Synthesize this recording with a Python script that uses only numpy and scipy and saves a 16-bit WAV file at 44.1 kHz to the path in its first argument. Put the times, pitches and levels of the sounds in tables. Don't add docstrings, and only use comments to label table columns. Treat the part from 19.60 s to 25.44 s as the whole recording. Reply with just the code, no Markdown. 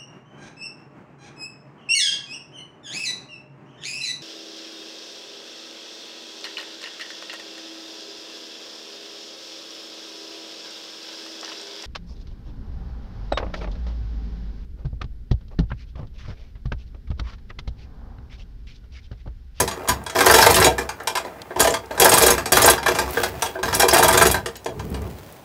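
import sys
import numpy as np
from scipy import signal
from scipy.fft import rfft, irfft
from scipy.io import wavfile
from scipy.ndimage import uniform_filter1d

SR = 44100
rng = np.random.default_rng(int(sys.argv[2]) if len(sys.argv) > 2 else 0)


def materialize(psi):
    bounded = np.clip(np.atleast_2d(psi).T, -1, 1)
    quanta = np.round(bounded * 32767).astype(np.int16)
    wavfile.write(sys.argv[1], SR, quanta)


N = 257544
TIME = np.arange(N) / SR
AGE = np.arange(SR // 4) / SR
EDGE_HZ = 15750

# [start t/s, end t/s, pawl level/dB, rattle level/dB, beam level/dB]
PULLS = [(0.0004, 0.016, -5.5, -16.5, -26), (0.285, 0.305, -10, -24.5, -24.5),
         (0.659, 1.045, -10, -15.5, -28.5), (2.002, 2.001, -1.5, -6.5, -29),
         (2.398, 2.703, -4.5, -13.5, -32), (2.92, 3.098, -5, -12, -29), (4.1475, 4.196, -7.5, -21.5, -33),
         (4.2822, 4.712, -8, -19, -30.5)]
# [t/s, clank level/dB, thud level/dB, jingle level/dB]
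KNOCKS = [(0.001, -15.5, -20, -28), (0.076, -17.5, -43, -20), (0.111, -22, -57, -26.5),
          (0.275, -19, -36, -27.5), (0.29, -7, -41, -13), (0.463, -20.5, -62, -25.5),
          (0.497, -23, -48, -26), (0.555, -10, -18, -22), (0.586, -10.5, -44, -15.5),
          (0.605, -4.5, -47, -13.5), (0.663, -0.5, -11, -11), (0.698, -1, -12, -17.5),
          (0.738, -0.5, -12, -5.5), (0.784, -1.5, -12.5, -10), (0.823, -1.5, -40, -7),
          (0.864, -1.5, -9.5, -12), (0.9, -6.5, -39, -15), (0.942, -18, -45, -10), (0.964, -7.5, -27, -11),
          (0.981, -9, -31, -33), (1.014, -6, -20, -25), (1.044, -21, -13, -7), (1.065, -6, -11, -15),
          (1.181, -12.5, -30, -20), (1.29, -17.5, -58, -24.5), (1.4, -24.5, -44, -38.5),
          (1.472, -12, -33, -15.5), (1.552, -12, -37, -18.5), (1.571, -13.5, -39, -20.5),
          (1.648, -28, -27.5, -36.5), (1.906, -24, -30, -47), (1.96, -17.5, -20, -34),
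          (1.995, -27, -18.5, -14.5), (2.045, -11, -17.5, -17.5), (2.071, -8, -15.5, -15.5),
          (2.139, -12.5, -27.5, -18.5), (2.31, -23, -30.5, -35.5), (2.376, -14.5, -31, -28),
          (2.418, -9, -11.5, -7), (2.453, -0.5, -12.5, -23), (2.516, -4.5, -13.5, -9.5),
          (2.573, -6, -36, -15), (2.634, -11, -12.5, -10), (2.68, -6, -18, -12.5), (2.779, -12.5, -31, -21),
          (2.857, -16.5, -69, -19.5), (2.924, -15, -19, -24), (2.955, -19, -36, -14),
          (2.97, -3.5, -35, -28), (2.986, -22, -23, -29), (3.023, -20, -34, -13), (3.042, -6, -11, -35),
          (3.076, -1.5, -17.5, -22), (3.178, -15, -45, -27.5), (3.229, -19.5, -41, -26),
          (3.26, -5.5, -28, -17.5), (3.281, -8, -17.5, -16), (3.349, -17, -44, -21.5),
          (3.386, -9, -36, -15), (3.57, -9.5, -18.5, -26.5), (3.633, -10.5, -25, -16),
          (3.821, -10.5, -29.5, -14.5), (3.86, -23, -31, -23.5), (3.9533, -21.5, -29.5, -47),
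          (3.988, -33, -27, -40), (4.029, -12.5, -38, -22), (4.079, -15.5, -46, -30),
          (4.127, -12, -37, -21), (4.199, -6.5, -50, -10.5), (4.219, -10, -40, -10.5),
          (4.229, -9.5, -10, -34), (4.284, -8.5, -26, -12.5), (4.327, -8, -14, -37),
          (4.342, -8, -36, -10.5), (4.358, -6.5, -17, -21), (4.394, -23, -13, -20), (4.425, -2.5, -31, -12),
          (4.444, -16, -12, -13.5), (4.485, -3.5, -51, -17.5), (4.54, -6.5, -21, -17),
          (4.573, -5.5, -21, -9.5), (4.611, 0, -13.5, -13), (4.654, -9, -16, -16), (4.742, -7, -22.5, -18),
          (4.859, -17, -27.5, -21.5), (4.955, -47, -55, -32.5), (5.059, -19, -22, -28),
          (5.194, -24.5, -48, -33.5), (5.343, -26, -34, -31.5)]


def pawl(gather_s=0.007, uneven_s=0.001, uneven_db=1.66, uneven_top_db=3, teeth_per_s=22):
    # [f/Hz, level/dB]
    pawl_colour = [(300, -1), (1500, -2.5), (3000, -9), (5500, -6), (8000, -2), (11000, 0.5), (13500, -3.5),
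                   (16000, -6)]
    out = np.zeros(N)
    for start, end, db, _, _ in PULLS:
        duration = end - start
        for progress in np.linspace(0, 1, 1 + round(abs(duration) * teeth_per_s)):
            late, harder, brighter = rng.uniform(-np.sqrt(3), np.sqrt(3), 3)
            tilt_db = uneven_top_db * brighter
            colour = causal([(hz, level + tilt_db * hz / EDGE_HZ) for hz, level in pawl_colour])
            snap = ring(contact(colour, rise=0.0016, fall=0.009), ring_db=3.5, link_db=-2.5)
            delay = (gather_s + uneven_s * late) * np.sin(np.pi * progress)
            add(out, start + progress * duration + delay, amp(db + uneven_db * harder) * snap)
    return amp(-6.5) * out


def knocks(soft_top_hz=4000, hardening_hz=23000):
    # [f/Hz, level/dB]
    knock_colour = [(100, -33), (260, -13.5), (390, -2.5), (620, -3), (1000, -1.5), (1700, -2),
                    (2050, -9.5), (3500, -12.5), (6000, -13.5), (9300, -15.5), (11000, -19.5), (13000, -14),
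                    (16000, -40)]
    out, colour = np.zeros(N), causal(knock_colour)
    registers = [([750, 2200], "bandpass"), (750, "lowpass"), (2200, "highpass")]
    filters = [signal.butter(3, hz, kind, fs=SR, output="sos") for hz, kind in registers]
    for s, clank_db, thud_db, jingle_db in KNOCKS:
        seating_s = 0.00017 + 0.0037 * amp(clank_db)
        blow = ring(contact(colour, rise=seating_s, fall=0.008), ring_db=2, link_db=6)
        top_hz = np.clip(soft_top_hz + hardening_hz * np.sqrt(amp(jingle_db)), SR / 20, SR / 2 - 1)
        blow = signal.sosfilt(signal.butter(2, top_hz, fs=SR, output="sos"), blow)
        clank, thud, jingle = (unit_blow(signal.sosfilt(sos, blow)) for sos in filters)
        knock = amp(clank_db - 7.5) * clank + amp(thud_db) * thud + amp(jingle_db - 5) * jingle
        add(out, s, knock)
    return out


def rattle(per_s=380, spread_db=5.0, bright_db=-15):
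    # [f/Hz, level/dB]
    rattle_colour = [(100, -23), (250, -4), (380, -0.5), (650, -0.5), (1000, -8), (1700, -7.5),
                     (2200, -10.5), (5000, -11.5), (10000, -19), (16000, -17)]
    vigour = amp(-36.5) * stroke(0, 4.2, attack_s=0.01, release_db_per_s=21)
    for start, end, db, _ in movements():
        movement = amp(db) * stroke(start, end, attack_s=0.0074, release_db_per_s=191)
        vigour = np.hypot(vigour, movement)
    shiver_db, shiver_fade_db_per_s = -16.5, 205
    for s, clank_db, _, _ in KNOCKS:
        add(vigour, s, amp(clank_db + shiver_db - shiver_fade_db_per_s * AGE))

    happens = rng.random(N) < per_s / SR
    size = amp(spread_db * np.minimum(rng.exponential(1, N), 3))
    touches = happens * rng.choice([-1, 1], N) * size
    clink_count = 24
    link, colour = rng.integers(0, clink_count, N), causal(rattle_colour)
    out = np.zeros(N)
    for k in range(clink_count):
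        clink = ring(contact(colour, rise=0.00048, fall=0.0022), ring_db=-3, link_db=13)
        out += signal.oaconvolve(touches * (link == k), clink)[:N]
    out = evened(out)
    dull = signal.sosfilt(signal.butter(2, 1900, fs=SR, output="sos"), out)
    brightness = np.tanh(vigour / amp(bright_db))
    return amp(-8.0) * vigour * (dull + brightness * (out - dull))


def pings(swell_s=0.0048, width_hz=380):
    # [t/s, level/dB, pitch f/Hz]
    ping_list = [(0.815, -13.5, 5250), (2.025, -19, 7200), (2.102, -24, 7100), (2.71, -22, 5424),
                 (3.036, -16.5, 5343), (3.043, -12.5, 7100), (4.138, -19.5, 5570), (4.308, -16.5, 5300)]
    out, age = np.zeros(N), AGE / swell_s
    for s, db, hz in ping_list:
        scrape = rng.standard_normal(len(AGE)) * age ** 2 * np.exp(-2 * age)
        link = np.exp(-np.pi * width_hz * AGE) * np.sin(2 * np.pi * hz * AGE)
        add(out, s, amp(db - 2.5) * unit_blow(signal.fftconvolve(scrape, link)))
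    return out


def ticks():
    # [t/s, level/dB, brightest f/Hz]
    tick_list = [(0.438, -21, 9000), (1.434, -23, 9000), (2.258, -24.5, 4930), (1.817, -13, 2970),
                 (3.507, -8, 14100), (3.523, -15, 14000), (3.538, -8, 13700), (4.966, -16, 13000),
                 (5.045, -17, 5900), (5.301, -22, 11250), (5.418, -24, 6950), (5.724, -22, 11050)]
    out = np.zeros(N)
    for s, db, hz in tick_list:
        colour = causal([(hz / 10, -24), (hz / 2, -13), (hz, 0), (hz * 2, -9), (hz * 10, -35)])
        add(out, s, amp(db - 24.5) * contact(colour, rise=0.00061, fall=0.003))
    return out


def beam():
    # [f/Hz, level/dB]
    beam_colour = [(20, -40), (42, -15), (55, -13.5), (64, 9.5), (76, -6), (95, 2.5), (108, -9.5),
                   (124, -3.5), (150, -6), (220, -9), (400, -21), (700, -54), (3000, -78)]
    shaking = amp(-51)
    for start, end, _, db in movements():
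        envelope = stroke(start, end, attack_s=0.0087, release_db_per_s=110, build_db_per_s=18.5)
        shaking = np.hypot(shaking, amp(db) * envelope)
    shake = tinted(rng.standard_normal(N), beam_colour)
    strength = np.sqrt(uniform_filter1d(shake ** 2, size=4000) + 1e-9)
    return amp(-1.9) * shaking * shake / strength


def shuffle():
    # [f/Hz, level/dB]
    shuffle_colour = [(40, -6), (140, 1), (300, -6), (420, 1.5), (560, -12.5), (1000, -18), (3000, -51),
                      (16000, -77)]
    level = amp(-37) * stroke(5.06, 5.48, attack_s=0.011, release_db_per_s=84)
    return level * tinted(rng.standard_normal(N), shuffle_colour)


def rustle(grain_db=4):
    # [start t/s, end t/s, level/dB]
    reaches = [(3.453, 3.625, -28), (3.74, 3.865, -34), (5.124, 5.75, -47.5)]
    # [f/Hz, level/dB]
    rustle_colour = [(200, 12), (1000, 9), (3000, 4), (7000, -2.5), (12000, -6), (15500, 3.5)]
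    level = sum(amp(db) * stroke(start, end, attack_s=0.14, release_db_per_s=143) for start, end, db in reaches)
    slow_noise = evened(uniform_filter1d(rng.standard_normal(N), size=150))
    clumps = evened(amp(grain_db * slow_noise))
    return level * tinted(clumps * rng.standard_normal(N), rustle_colour)


def still_air():
    # [f/Hz, level/dB]
    air_colour = [(30, -30), (90, -9.5), (400, -13.5), (700, -11.5), (1200, -19.5), (3000, -30.5),
                  (8000, -35.5), (13000, -37), (15500, -31)]
    return amp(-46) * tinted(rng.standard_normal(N), air_colour)


def garage(x, turns_per_s=3.3, count=4):
    turn = turns_per_s * TIME - np.arange(count)[:, None] / count
    weights = np.maximum(np.cos(2 * np.pi * turn), 0)
    return sum(signal.fftconvolve(x * weight, room_tail())[:N] for weight in weights)


def room_tail():
    # [f/Hz, t/s]
    decay_times = [(100, 0.23), (500, 0.23), (1400, 0.17), (4000, 0.17), (10000, 0.13), (16000, 0.15)]
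    taps = rng.standard_normal(SR // 2) * (rng.random(SR // 2) < 3000 / SR)
    taps[:round(.004 * SR)] = 0
    hz, t, z = signal.stft(taps, SR, nperseg=256)
    fade = amp(-60 * t / read(decay_times, hz)[:, None])
    tail = signal.istft(z * fade, SR, nperseg=256)[1]
    return tail / np.linalg.norm(tail)


def movements():
    # [start t/s, end t/s, rattle level/dB, beam level/dB]
    swings = [(0.132, 0.27, -29, -50), (0.544, 0.65, -18, -36), (1.024, 1.032, -13.5, -24),
              (1.176, 1.212, -21.5, -33.5), (1.643, 1.784, -34, -59), (1.965, 2.127, -22, -37.5),
              (2.304, 2.399, -25, -43), (2.716, 2.825, -23, -36), (3.235, 3.48, -23, -35),
              (3.52, 3.78, -28.5, -39.5), (4.023, 4.138, -20, -32), (5.17, 5.3, -59, -31.5),
              (5.305, 5.43, -34.5, -28.5)]
    return [(start, end, rattle_db, beam_db) for start, end, _, rattle_db, beam_db in PULLS] + swings


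def stroke(start, end, attack_s, release_db_per_s, build_db_per_s=0):
    onset = np.clip((TIME - start) / attack_s, 0, 1)
    held = np.clip(TIME - start, 0, abs(end - start))
    after = np.maximum(TIME - end, 0)
    return onset * amp(build_db_per_s * held - release_db_per_s * after)


def contact(colour, rise, fall):
    envelope = (1 - np.exp(-AGE / rise)) * np.exp(-AGE / fall)
    burst = rng.standard_normal(len(AGE)) * envelope
    return unit_blow(signal.fftconvolve(burst, colour)[:len(AGE)])


def ring(blow, ring_db, link_db, scatter_db=3, link_width_hz=90, link_scatter_db=4):
    # [f/Hz, width f/Hz, level/dB above the plain impact, before ring_db and scatter]
    housing = [(376, 22, 7), (465, 45, 7.5), (660, 35, 9), (778, 40, 4), (905, 50, 6), (987, 40, 12),
               (1200, 40, 6), (1601, 55, 10), (1735, 80, 5), (2375, 40, 10), (3315, 70, 12), (3910, 90, 9),
               (4750, 140, 7), (5480, 100, 5), (5740, 75, 5), (6445, 40, 10), (6797, 42, 11), (7400, 60, 4),
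               (7835, 110, 5), (8550, 65, 12), (9600, 75, 6), (10080, 45, 7), (10880, 130, 7),
               (11150, 130, 5), (11800, 90, 3), (12500, 90, 4), (13520, 55, 7)]
    link_hz = np.geomspace(900, 12000, 8) * 2 ** rng.uniform(-.27, .27, 8)
    link_levels = link_db + link_scatter_db * rng.uniform(-0.8, 1, len(link_hz))
    link_widths = link_width_hz * np.sqrt(link_hz / link_hz[1])
    modes = housing + list(zip(link_hz, link_widths, link_levels))
    hz, width, db = np.transpose(modes)[:, :, None]
    share = (amp(db) - 1) * amp(ring_db + scatter_db * rng.standard_normal(hz.shape))
    age = AGE[:len(AGE) // 2]
    decay = 2 * np.pi * width / SR * np.exp(-np.pi * width * age)
    response = (share * decay * np.cos(2 * np.pi * hz * age)).sum(0)
    return unit_blow(blow + signal.fftconvolve(blow, response)[:len(blow)])


def causal(points, size=1024):
    log_gain = np.log(amp(read(points, abs(np.fft.fftfreq(size, 1 / SR)))))
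    return np.fft.ifft(np.exp(np.conj(signal.hilbert(log_gain)))).real[:size // 2]


def tinted(x, points):
    gain = amp(read(points, np.fft.rfftfreq(N, 1 / SR)))
    return evened(irfft(rfft(x) * gain, N))


def read(points, hz):
    f, value = np.transpose(points)
    return np.interp(np.log(hz + 1), np.log(f + 1), value)


def amp(db):
    return 10 ** (np.asarray(db) / 20)


def evened(x):
    return x / np.sqrt(np.mean(x ** 2) + 1e-20)


def unit_blow(x):
    return x / np.sqrt(np.sum(x ** 2) / (SR / 100) + 1e-20)


def add(mix, s, sound):
    part = mix[max(round(s * SR), 0):][:len(sound)]
    part += sound[:len(part)]


def scene():
    snaps = pawl() + pings()
    chain = knocks() + rattle()
    room = garage(amp(-8.5) * snaps + amp(-4.0) * chain)
    direct = snaps + chain + ticks() + beam()
    return (direct + room + shuffle() + rustle() + still_air())[None]


def record(dry):
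    heard = signal.sosfilt(signal.butter(3, 38, "highpass", fs=SR, output="sos"), dry)
    held = heard / (1 + heard ** 6) ** (1 / 6)
    low_pass = signal.firwin(401, EDGE_HZ, window=("kaiser", 8), fs=SR)
    return signal.oaconvolve(held, low_pass[None], "same")


dry = scene()
out = record(dry)
materialize(out)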